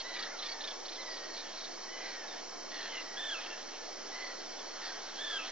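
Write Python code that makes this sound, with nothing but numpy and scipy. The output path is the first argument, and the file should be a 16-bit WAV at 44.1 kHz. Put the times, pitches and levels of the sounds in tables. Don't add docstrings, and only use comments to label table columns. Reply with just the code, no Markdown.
import sys
import numpy as np
from scipy import signal
from scipy.fft import rfft, irfft, next_fast_len
from scipy.io import wavfile
from scipy.ndimage import uniform_filter1d

SR = 44100
rng = np.random.default_rng(int(sys.argv[2]) if len(sys.argv) > 2 else 0)


def master(y):
    cut = np.clip(np.atleast_2d(y).T, -1, 1)
    pcm = np.round(cut * 32767)
    wavfile.write(sys.argv[1], SR, pcm.astype(np.int16))


def invert_db(level):
    return 10 ** (np.asarray(level, dtype=float) / 20)


N = 242991


def read(points, hz):
    f, value = np.transpose(points)
    return np.interp(np.log(hz + 1), np.log(f + 1), value)


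def evened(x):
    return x / np.sqrt(np.mean(x ** 2) + 1e-20)


def add(mix, s, sound):
    part = mix[max(round(s * SR), 0):][:len(sound)]
    part += sound[:len(part)]


def wander(count, span):
    wide = int(span) + 1
    return evened(uniform_filter1d(uniform_filter1d(rng.standard_normal(count), wide), wide))


def wind():
    # (frequency [Hz], density [dB per Hz])
    spectrum = [(18, -72.5), (30, -30.5), (139, -23.5), (197, -14), (307, -6), (361, -4), (415, -7.5),
                (445, -4.5), (700, -5), (1000, -9), (1250, -11), (1500, -13), (1970, -11.5), (2110, -15),
                (2260, -15), (2500, -19.5), (3210, -20), (3700, -20), (4100, -13), (4600, -11.5),
                (4900, -17), (5200, -15.5), (5700, -9.5), (7760, -30.5), (10100, -72), (17100, -120)]
    # (frequency [Hz], port likeness [0-1])
    likeness = [(60, .25), (125, .75), (200, .7), (300, .28), (500, .45), (1000, .78), (2000, .84),
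                (4000, .94), (6300, .9), (7000, .5)]
    frames, hz = N // 256 + 5, np.fft.rfftfreq(1024, 1 / SR)
    a, b, c, d, patches = rng.standard_normal((frames, 513, 5)).T
    patches = evened(uniform_filter1d(uniform_filter1d(patches, 12, 0), 14, 1))
    same = np.clip(read(likeness, hz), 0, 1)[:, None]
    left = a + 1j * b
    right = same * left + np.sqrt(1 - same ** 2) * (c + 1j * d)
    z = np.array([left, right]) * invert_db(read(spectrum, hz)[:, None] + .8 * patches)
    hiss = signal.istft(z, nperseg=1024, noverlap=768)[1][:, :N]
    return invert_db(-46.5) * evened(hiss)


def steady_tones(tones, waver_share):
    motor_db = 4.5
    out = np.zeros(N)
    for hz, db in tones:
        turns = np.cumsum(hz * (1 + waver_share * wander(N, 5000))) / SR
        level_db = motor_db + db + 1.5 * wander(N, 3000)
        out += np.sqrt(2) * invert_db(level_db) * np.sin(2 * np.pi * turns)
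    return out


def motor():
    # (frequency [Hz], level [dB])
    whine = [(4447, -71.5), (4893, -71), (5216, -69), (5265, -69), (5335, -63), (5356, -65), (5469, -71),
             (5566, -69), (5663, -69), (5706, -75), (5780, -72), (5803, -66), (5862, -71), (5900, -72),
             (5965, -72), (5986, -71), (6132, -75), (6158, -73), (6223, -77), (6261, -74), (6385, -71),
             (6481, -78), (6562, -77), (6955, -80)]
    # (frequency [Hz], level [dB])
    hum = [(2223, -73), (3112, -71)]
    drone = np.array([steady_tones([(208, -76)], .012) for port in range(2)])
    return steady_tones(whine + hum, .0006) + drone


def syrinx(hz, rasp, tones_db):
    rasp_hz = 330
    rasp = np.clip(rasp, 0, 1)
    turns = np.cumsum(hz * (1 + (.004 + .06 * rasp) * wander(len(hz), 60))) / SR
    tone = sum(invert_db(db) * np.sin(2 * np.pi * (k + 1) * turns + k * k) for k, db in enumerate(tones_db))
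    beat = np.cumsum(rasp_hz * (1 + .25 * wander(len(hz), 200))) / SR + rng.random()
    chop = 1 - rasp + 2.6 * rasp * np.exp(-(beat % 1) / .25)
    return np.sqrt(2) * tone * chop / np.sqrt(np.mean(chop ** 2))


def cry(rows, trill, tones_db):
    s, *columns = np.transpose(rows)
    t = np.arange(s[0], s[-1], 1 / SR)
    hz, level_db, rasp = (np.interp(t, s, c) for c in columns)
    first, rate, dip, dip_db, last = (*trill, np.inf)[:5]
    beat = ((t - first) * rate) % 1
    trilling = np.clip((last - t) / 0.036 + 1, .1, 1)
    sag = uniform_filter1d(beat ** 9 + .9 * np.exp(-beat / .06), 60)
    sag = trilling * np.where(t < first + .003, .3, 1) * sag
    gap = np.maximum(trilling, .95) * np.cos(np.pi * (beat - .07)) ** 14
    fade = np.clip(np.minimum(t - s[0], s[-1] - t) / .008, 0, 1)
    return s[0], invert_db(level_db - dip_db * gap) * fade * syrinx(hz * (1 - dip * sag), rasp, tones_db)


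def phrase(start, length, start_hz, end_hz, level_db, swell, fade, ends_db, scoop, late, rasp):
    rasp_growth, waver_db, waver_s = 0.28, 2.0, .025
    u = np.linspace(0, 1, round(length * SR / 100))
    opening = np.clip(1 - u / swell, 0, 1)
    closing = np.clip(1 - (1 - u) / fade, 0, 1)
    pitch = (start_hz + (end_hz - start_hz) * u ** late) * (1 - scoop * opening)
    effort_db = level_db + ends_db * (opening + closing) + waver_db * wander(len(u), waver_s * SR / 200)
    return np.transpose([start + u * length, pitch, effort_db, rasp + rasp_growth * (1 - rasp) * u])


def babble():
    # (time [s], level [dB])
    course = [(0.0, -54.5), (0.57, -59), (0.66, -64), (1.32, -56), (1.52, -51.5), (1.66, -63.5),
              (2.21, -56.5), (2.38, -65), (2.61, -80), (2.78, -51), (3.0, -54), (3.08, -59), (3.47, -48.5),
              (3.62, -52), (3.95, -58), (4.13, -54.5), (4.26, -55.5), (4.7, -53.5), (4.86, -50), (5.1, -53),
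              (5.45, -45.5)]
    # (frequency [Hz], spread [share])
    bands = [(1500, .12), (1850, .1), (3150, .1), (3400, .06), (4350, .06), (4600, .05)]
    out, count = np.zeros(N), 700
    for s, band, place, slope, size in rng.random((count, 5)):
        hz, spread = bands[int(band * len(bands))]
        u = np.linspace(0, 1, round((.03 + .1 * size) * SR))
        pitch = hz * (1 + spread * (2 * place - 1) - .12 * slope * u)
        add(out, s * N / SR, np.sin(np.pi * u) * syrinx(pitch, .7, [0]))
    s, level_db = np.transpose(course)
    return invert_db(np.interp(np.arange(N) / SR, s, level_db)) * evened(out)


def far_rasps():
    # (time [s], length [s], start [Hz], end [Hz], level [dB])
    rasps = [(1.09, .11, 5000, 2800, -52.5), (1.8, .09, 4550, 4250, -55), (2.03, .14, 4000, 4700, -52),
             (2.0, 0.22, 2150, 2200, -56), (1.32, .12, 4443, 3672, -49.5), (1.55, .14, 4295, 3699, -51.5),
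             (4.17, .26, 4452, 4340, -50.5), (4.82, .15, 4500, 4520, -51), (4.85, .075, 5100, 5350, -50),
             (4.66, .1, 4400, 4250, -55.5), (5.23, .16, 4343, 4912, -51.5)]
    for row in rasps:
        course = phrase(*row, swell=.25, fade=.5, ends_db=-5, scoop=.02, late=1.05, rasp=.45)
        yield cry(course, (0, 41.5, .03, 9), [0])


def far_cries():
    # (time [s], length [s], start [Hz], end [Hz], level [dB])
    far = [
        (.02, 0.27, 998, 917.5, -49),
        (0.399, 0.345, 931.6, 847, -54.5),
        (1.87, .42, 1018, 836, -50.5),
        (4.114, 0.22, 1016, 966, -47.5),
    ]
    far_tones = [
        [-11, 0.0021, -12, -2.5, -31],
        [-7, 0.0012, -17, -11, -29],
        [-19.5, 0.0041, -12.5, -13.5, -22],
        [-15.5, 0, -16.5, -18, -22],
    ]
    # (time [s], length [s], start [Hz], end [Hz], level [dB])
    falling = [
        (.975, .295, 1031, 926, -50),
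        (1.27, .27, 950, 871, -57.5),
        (3.05, 0.17, 981, 949, -52),
    ]
    falling_tones = [-13.5, 0, -18.5, -12.5, -11]
    trill = (50, .01, 6.5)
    for row, tones_db in zip(far, far_tones):
        course = phrase(*row, swell=.2, fade=.2, ends_db=-6, scoop=.06, late=2.2, rasp=.2)
        yield cry(course, (row[0], *trill), tones_db)
    for row in falling:
        course = phrase(*row, swell=.08, fade=.35, ends_db=-4, scoop=.005, late=.85, rasp=.2)
        yield cry(course, (row[0], *trill), falling_tones)


def peep(s, length, start_hz, end_hz, level_db):
    u = np.linspace(0, 1, round(length * SR))
    flutter = invert_db(1.8 * wander(len(u), 200))
    sound = syrinx(end_hz + (start_hz - end_hz) * (1 - u) ** 1.5, .05, [0])
    return s, invert_db(level_db) * flutter * signal.windows.tukey(len(u), .4) * sound


def whistles():
    # (time [s], length [s], start [Hz], end [Hz], level [dB])
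    peeps = [(2.272, .038, 4000, 3570, -52), (.998, .045, 4250, 3400, -52), (.19, .058, 1120, 1430, -52),
             (.24, .042, 1430, 1230, -54), (.305, .03, 1330, 1500, -53), (.33, .05, 1480, 1290, -53),
             (.38, .11, 1300, 1170, -57), (.95, .05, 4950, 5050, -60), (.942, .022, 4500, 3800, -50),
             (.958, .02, 3800, 3300, -50), (.922, .018, 4400, 4150, -52), (4.912, .025, 1620, 1500, -53),
             (4.85, .018, 1560, 1540, -52), (1.43, .09, 3350, 3200, -59), (.29, .035, 1780, 2220, -52),
             (.325, .022, 1950, 2200, -54), (.345, .03, 2180, 1950, -55), (.315, .02, 1750, 1740, -50),
             (0, .022, 2150, 2140, -55), (4.58, .05, 3800, 3300, -59), (4.45, .03, 3800, 3500, -60),
             (5.085, .03, 3700, 3500, -58), (4.22, .1, 4500, 4350, -59), (5.27, .11, 4450, 5150, -60),
             (4.62, .2, 4450, 4350, -59), (3.69, .13, 3800, 3600, -62), (1.27, .08, 4700, 4050, -57),
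             (1.5, .12, 4500, 3750, -57), (2.385, .022, 3750, 3400, -58), (.98, .05, 4020, 4080, -54),
             (.165, .022, 1220, 1200, -54), (.8, .02, 3400, 4000, -58), (3.5, .016, 2760, 2720, -51),
             (3.52, .02, 2750, 2690, -50), (3.545, .013, 2700, 2740, -51), (3.455, .016, 2720, 2700, -52),
             (3.49, .09, 1820, 1720, -56), (3.76, .1, 1800, 1730, -59),
             (1.05, .06, 5000, 4920, -54), (1.1, .075, 4950, 4740, -50), (1.17, .1, 4760, 4680, -56),
             (1.0, .03, 4150, 4120, -52), (1.04, .06, 4050, 3800, -56), (2.305, .022, 3570, 3720, -54),
             (1.9, .1, 2980, 3020, -57), (1.88, .13, 3920, 4050, -60), (1.7, .07, 4420, 4480, -56),
             (.575, .05, 1900, 1720, -53), (.69, .035, 1720, 1680, -53), (4.86, .055, 1900, 1840, -52)]
    # (time [s], level [dB])
    yelps = [(0.164, -50.5), (.188, -50), (.211, -50.5), (.233, -46), (0.265, -47), (0.283, -51)]
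    for row in peeps:
        yield peep(*row)
    for s, level_db in yelps:
        yield peep(s, .015, 1450, 2000, level_db)


def scolds():
    # (time [s], length [s], start [Hz], end [Hz], level [dB])
    scold_rows = [
        (2.7, 0.21, 855, 820, -53),
        (4.805, 0.11, 950, 810, -50.5),
        (1.96, .21, 800, 778, -57),
        (2.31, 0.1, 580, 640, -54),
        (2.915, .12, 1040, 985, -47.5),
    ]
    # (trill phase point [s], dips per s [Hz], pitch dip [share], level dip [dB])
    trills = [(3.3, 44, 0.021, 15), (6.1, 80, 0.018, 39), (9.7, 130, 0.012, 4.4), (1.1, 61, 0.02, 4.8),
              (2.94, 42, 0.018, 6)]
    scold_tones = [
        [-10.5, -11, -14, 1, 5, -5.5],
        [-4.5, 3, -6.5, 0, 1.5, -1.5],
        [-7.5, -2.5, -1, -4, -2, -1.5],
        [-18, -12.5, 3.5, -14, -7, -1.5],
        [-18, 1, -22, -5, -20, -25.5],
    ]
    shape = dict(swell=.3, fade=.4, ends_db=-5, scoop=-.02, late=1.3, rasp=.5)
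    for row, trill, tones_db in zip(scold_rows, trills, scold_tones):
        yield cry(phrase(*row, **shape), trill, tones_db)
    answer = phrase(2.71, length=.21, start_hz=960, end_hz=885, level_db=-48, **shape)
    yield cry(answer, (1, 80, 0.019, 36), [-23, 3, -5.5, -27])
    beads = phrase(2.875, length=.14, start_hz=3320, end_hz=2780, level_db=-45.5,
                   swell=.6, fade=.1, ends_db=-8, scoop=.002, late=.7, rasp=.25)
    yield cry(beads, (2.938, 39, .03, 26), [0])


def churr(s, level_db, hz, high_db, bend):
    length_s, fall_share, half_pitch_hz = .024, .135, 575
    octave_db, half_db = -9.5, -7
    rasp = .3 + .14 * s
    u = np.linspace(0, 1, round(length_s * SR))
    shape = np.minimum(u / .06, 1) * np.clip((1 - u) / .35, 0, 1)
    order = round(hz / half_pitch_hz)
    k = np.arange(1, 10)
    envelope = [(600, -40), (1150, -18), (2300, high_db + octave_db), (hz, 0), (4600, high_db), (5400, -18)]
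    tones_db = read(envelope, hz / order * k) + half_db * (k % 2) * (k != order)
    glide = .3 - u ** 2 if bend > 0 else (1 - u) ** 2 - .3
    pitch = hz / order * (1 + bend * fall_share * glide)
    pitch = pitch * (1 - .08 * np.exp(-u / .08))
    return s - .002, invert_db(level_db - 4) * shape * syrinx(pitch, rasp, tones_db)


def young_bird():
    # (time [s], level [dB], loudest tone [Hz], tone near 4.6 kHz [dB], droop, below 0 a climb [ratio])
    syllables = [(0.0024, -38, 4318, 0.5, .6), (0.14, -43, 4390, -5, -.9), (0.163, -44, 2390, 0.5, 0.5),
                 (0.1908, -42.5, 3990, 3.5, .3), (0.2241, -43, 3310, 5, 0.3),
                 (0.2482, -45, 4110, -10, 0.54), (0.3586, -60.5, 4500, 5, 0.32),
                 (0.3897, -39, 3930, -15.5, 0.84), (0.4233, -42, 3750, 3.5, -0.55),
                 (0.442, -44.5, 4200, -3, .6), (0.4593, -40.5, 3512, 0.5, 0.45),
                 (0.487, -48.5, 3340, 11, .15), (0.5164, -49, 3360, 13, .7), (0.607, -40, 4050, -9, -.7),
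                 (0.639, -37, 3666, -8.5, -.4), (0.675, -39, 3480, -2.5, -0.072),
                 (0.7058, -40.5, 3420, -6, 1.2), (0.8521, -41.5, 4354, -14.5, -1.6),
                 (0.8838, -41, 4030, -15.5, -1.5), (0.9195, -45.5, 4260, 2, -0.99),
                 (0.9497, -48, 3930, -3, 2.1), (1.066, -55.5, 3980, -6, .6),
                 (1.102, -45.5, 4560, -9, -0.66), (1.1342, -52.5, 4080, -2, -.5),
                 (1.168, -45, 4166, -10.5, 0.94), (1.3406, -55, 3880, 11, .9),
                 (1.3673, -47.5, 4057, 3.5, .9), (1.3964, -45.5, 4190, -1, .9),
                 (1.5762, -61, 3910, 17.5, .9), (1.6053, -47.5, 4110, 0, .9),
                 (1.6426, -44.5, 4045, -4.5, 0.77)]
    for row in syllables:
        yield churr(*row)


def trilled(start, break_s, hz, sag_s, level_db):
    rise_s, low_s, scoop, rasp = .03, 0.066, .11, 0.24
    break_hz, low_hz, low_end_hz = 1594, 1340, 1269
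    s = [start, start + rise_s, break_s - sag_s, break_s - .002, break_s + 0.002, break_s + low_s]
    pitch = [hz * (1 - scoop), hz, hz, break_hz, low_hz, low_end_hz]
    effort_db = level_db + np.array([-2, 0, 0, 3.5, 0, -8])
    return np.transpose([s, pitch, effort_db, np.full(len(s), rasp)])


def near_cries():
    # (time [s], voice break [s], held pitch [Hz], sag before the break [s], level [dB])
    near = [
        (3.163, 3.344, 1788, 0.073, -43),
        (5.18, 5.383, 1755, 0.079, -42.5),
    ]
    # (first dip [s], dips per s [Hz], pitch dip [share], level dip [dB], last dip [s])
    near_trill = [
        (3.186, 33, .18, 5, 3.31),
        (5.2, 33, .12, 8, 5.325),
    ]
    near_tones = [-4, 1.5, -20, -17.5, -16]
    # (time [s], length [s], start [Hz], end [Hz], level [dB])
    ends = [
        (3.397, .08, 632, 622, -48.5),
        (5.427, 0.06, 643, 624, -48.5),
    ]
    # (first dip [s], dips per s [Hz], pitch dip [share], level dip [dB])
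    end_trill = [
        (3.4, 36.6, .03, 13),
        (5.413, 33.8, 0.027, 7.3),
    ]
    end_tones = [-30.5, -5, -8.5, -4.5, 2, -5, -10, -17]
    for row, trill in zip(near, near_trill):
        yield cry(trilled(*row), trill, near_tones)
    for row, trill in zip(ends, end_trill):
        course = phrase(*row, swell=.2, fade=.2, ends_db=-3, scoop=.02, late=1.2, rasp=.75)
        yield cry(course, trill, end_tones)


def water(x, t60=0.62):
    t = np.arange(round(.3 * SR)) / SR
    sparse = rng.choice([-1., 1.], (3, len(t))) * (rng.random((3, len(t))) < .05)
    taps = sparse * invert_db(-60 * t / t60) * (t > .004)
    taps = taps[0] + 0.75 * taps[1:]
    return signal.fftconvolve(x[None], taps / np.linalg.norm(taps[0]), axes=1)[:, :N]


def scene():
    birds = babble()
    for voices in (far_rasps, far_cries, whistles, scolds, young_bird, near_cries):
        for s, sound in voices():
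            add(birds, s, sound)
    birds = signal.sosfilt(signal.butter(4, 700, "high", fs=SR, output="sos"), birds)
    return birds + invert_db(-12) * water(birds) + motor() + wind()


def band_limit(x):
    return signal.sosfilt(signal.butter(12, 7910, fs=SR, output="sos"), x)


def record(dry):
    # (frequency [Hz], left lead [rad])
    port_phase = [(0, 0), (60, 3), (260, 2.9), (690, .5), (1290, -.4), (2070, -.4), (3100, -.7), (3880, -1),
                  (5340, -1.6), (6630, -1.9), (7490, -3)]
    # (frequency [Hz], left minus right [dB])
    port_balance = [(60, -1), (250, -1.6), (1000, -.7), (3000, -1.2), (4300, -3), (6000, -3), (7000, -1.5),
                    (8000, 1)]
    edge_hz, offset = 7800, -.0017
    size = next_fast_len(N + 4096)
    hz = np.fft.rfftfreq(size, 1 / SR)
    f, lead = np.transpose(port_phase)
    half = np.exp(.5j * np.interp(hz, f, np.unwrap(lead))) * invert_db(.5 * read(port_balance, hz))
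    edge = 1 / (1 + (hz / edge_hz) ** 60)
    ports = irfft(rfft(dry, size) * np.array([half, 1 / half]) * edge, size)[:, :N]
    return band_limit(ports + offset)


dry = scene()
out = record(dry)
master(out)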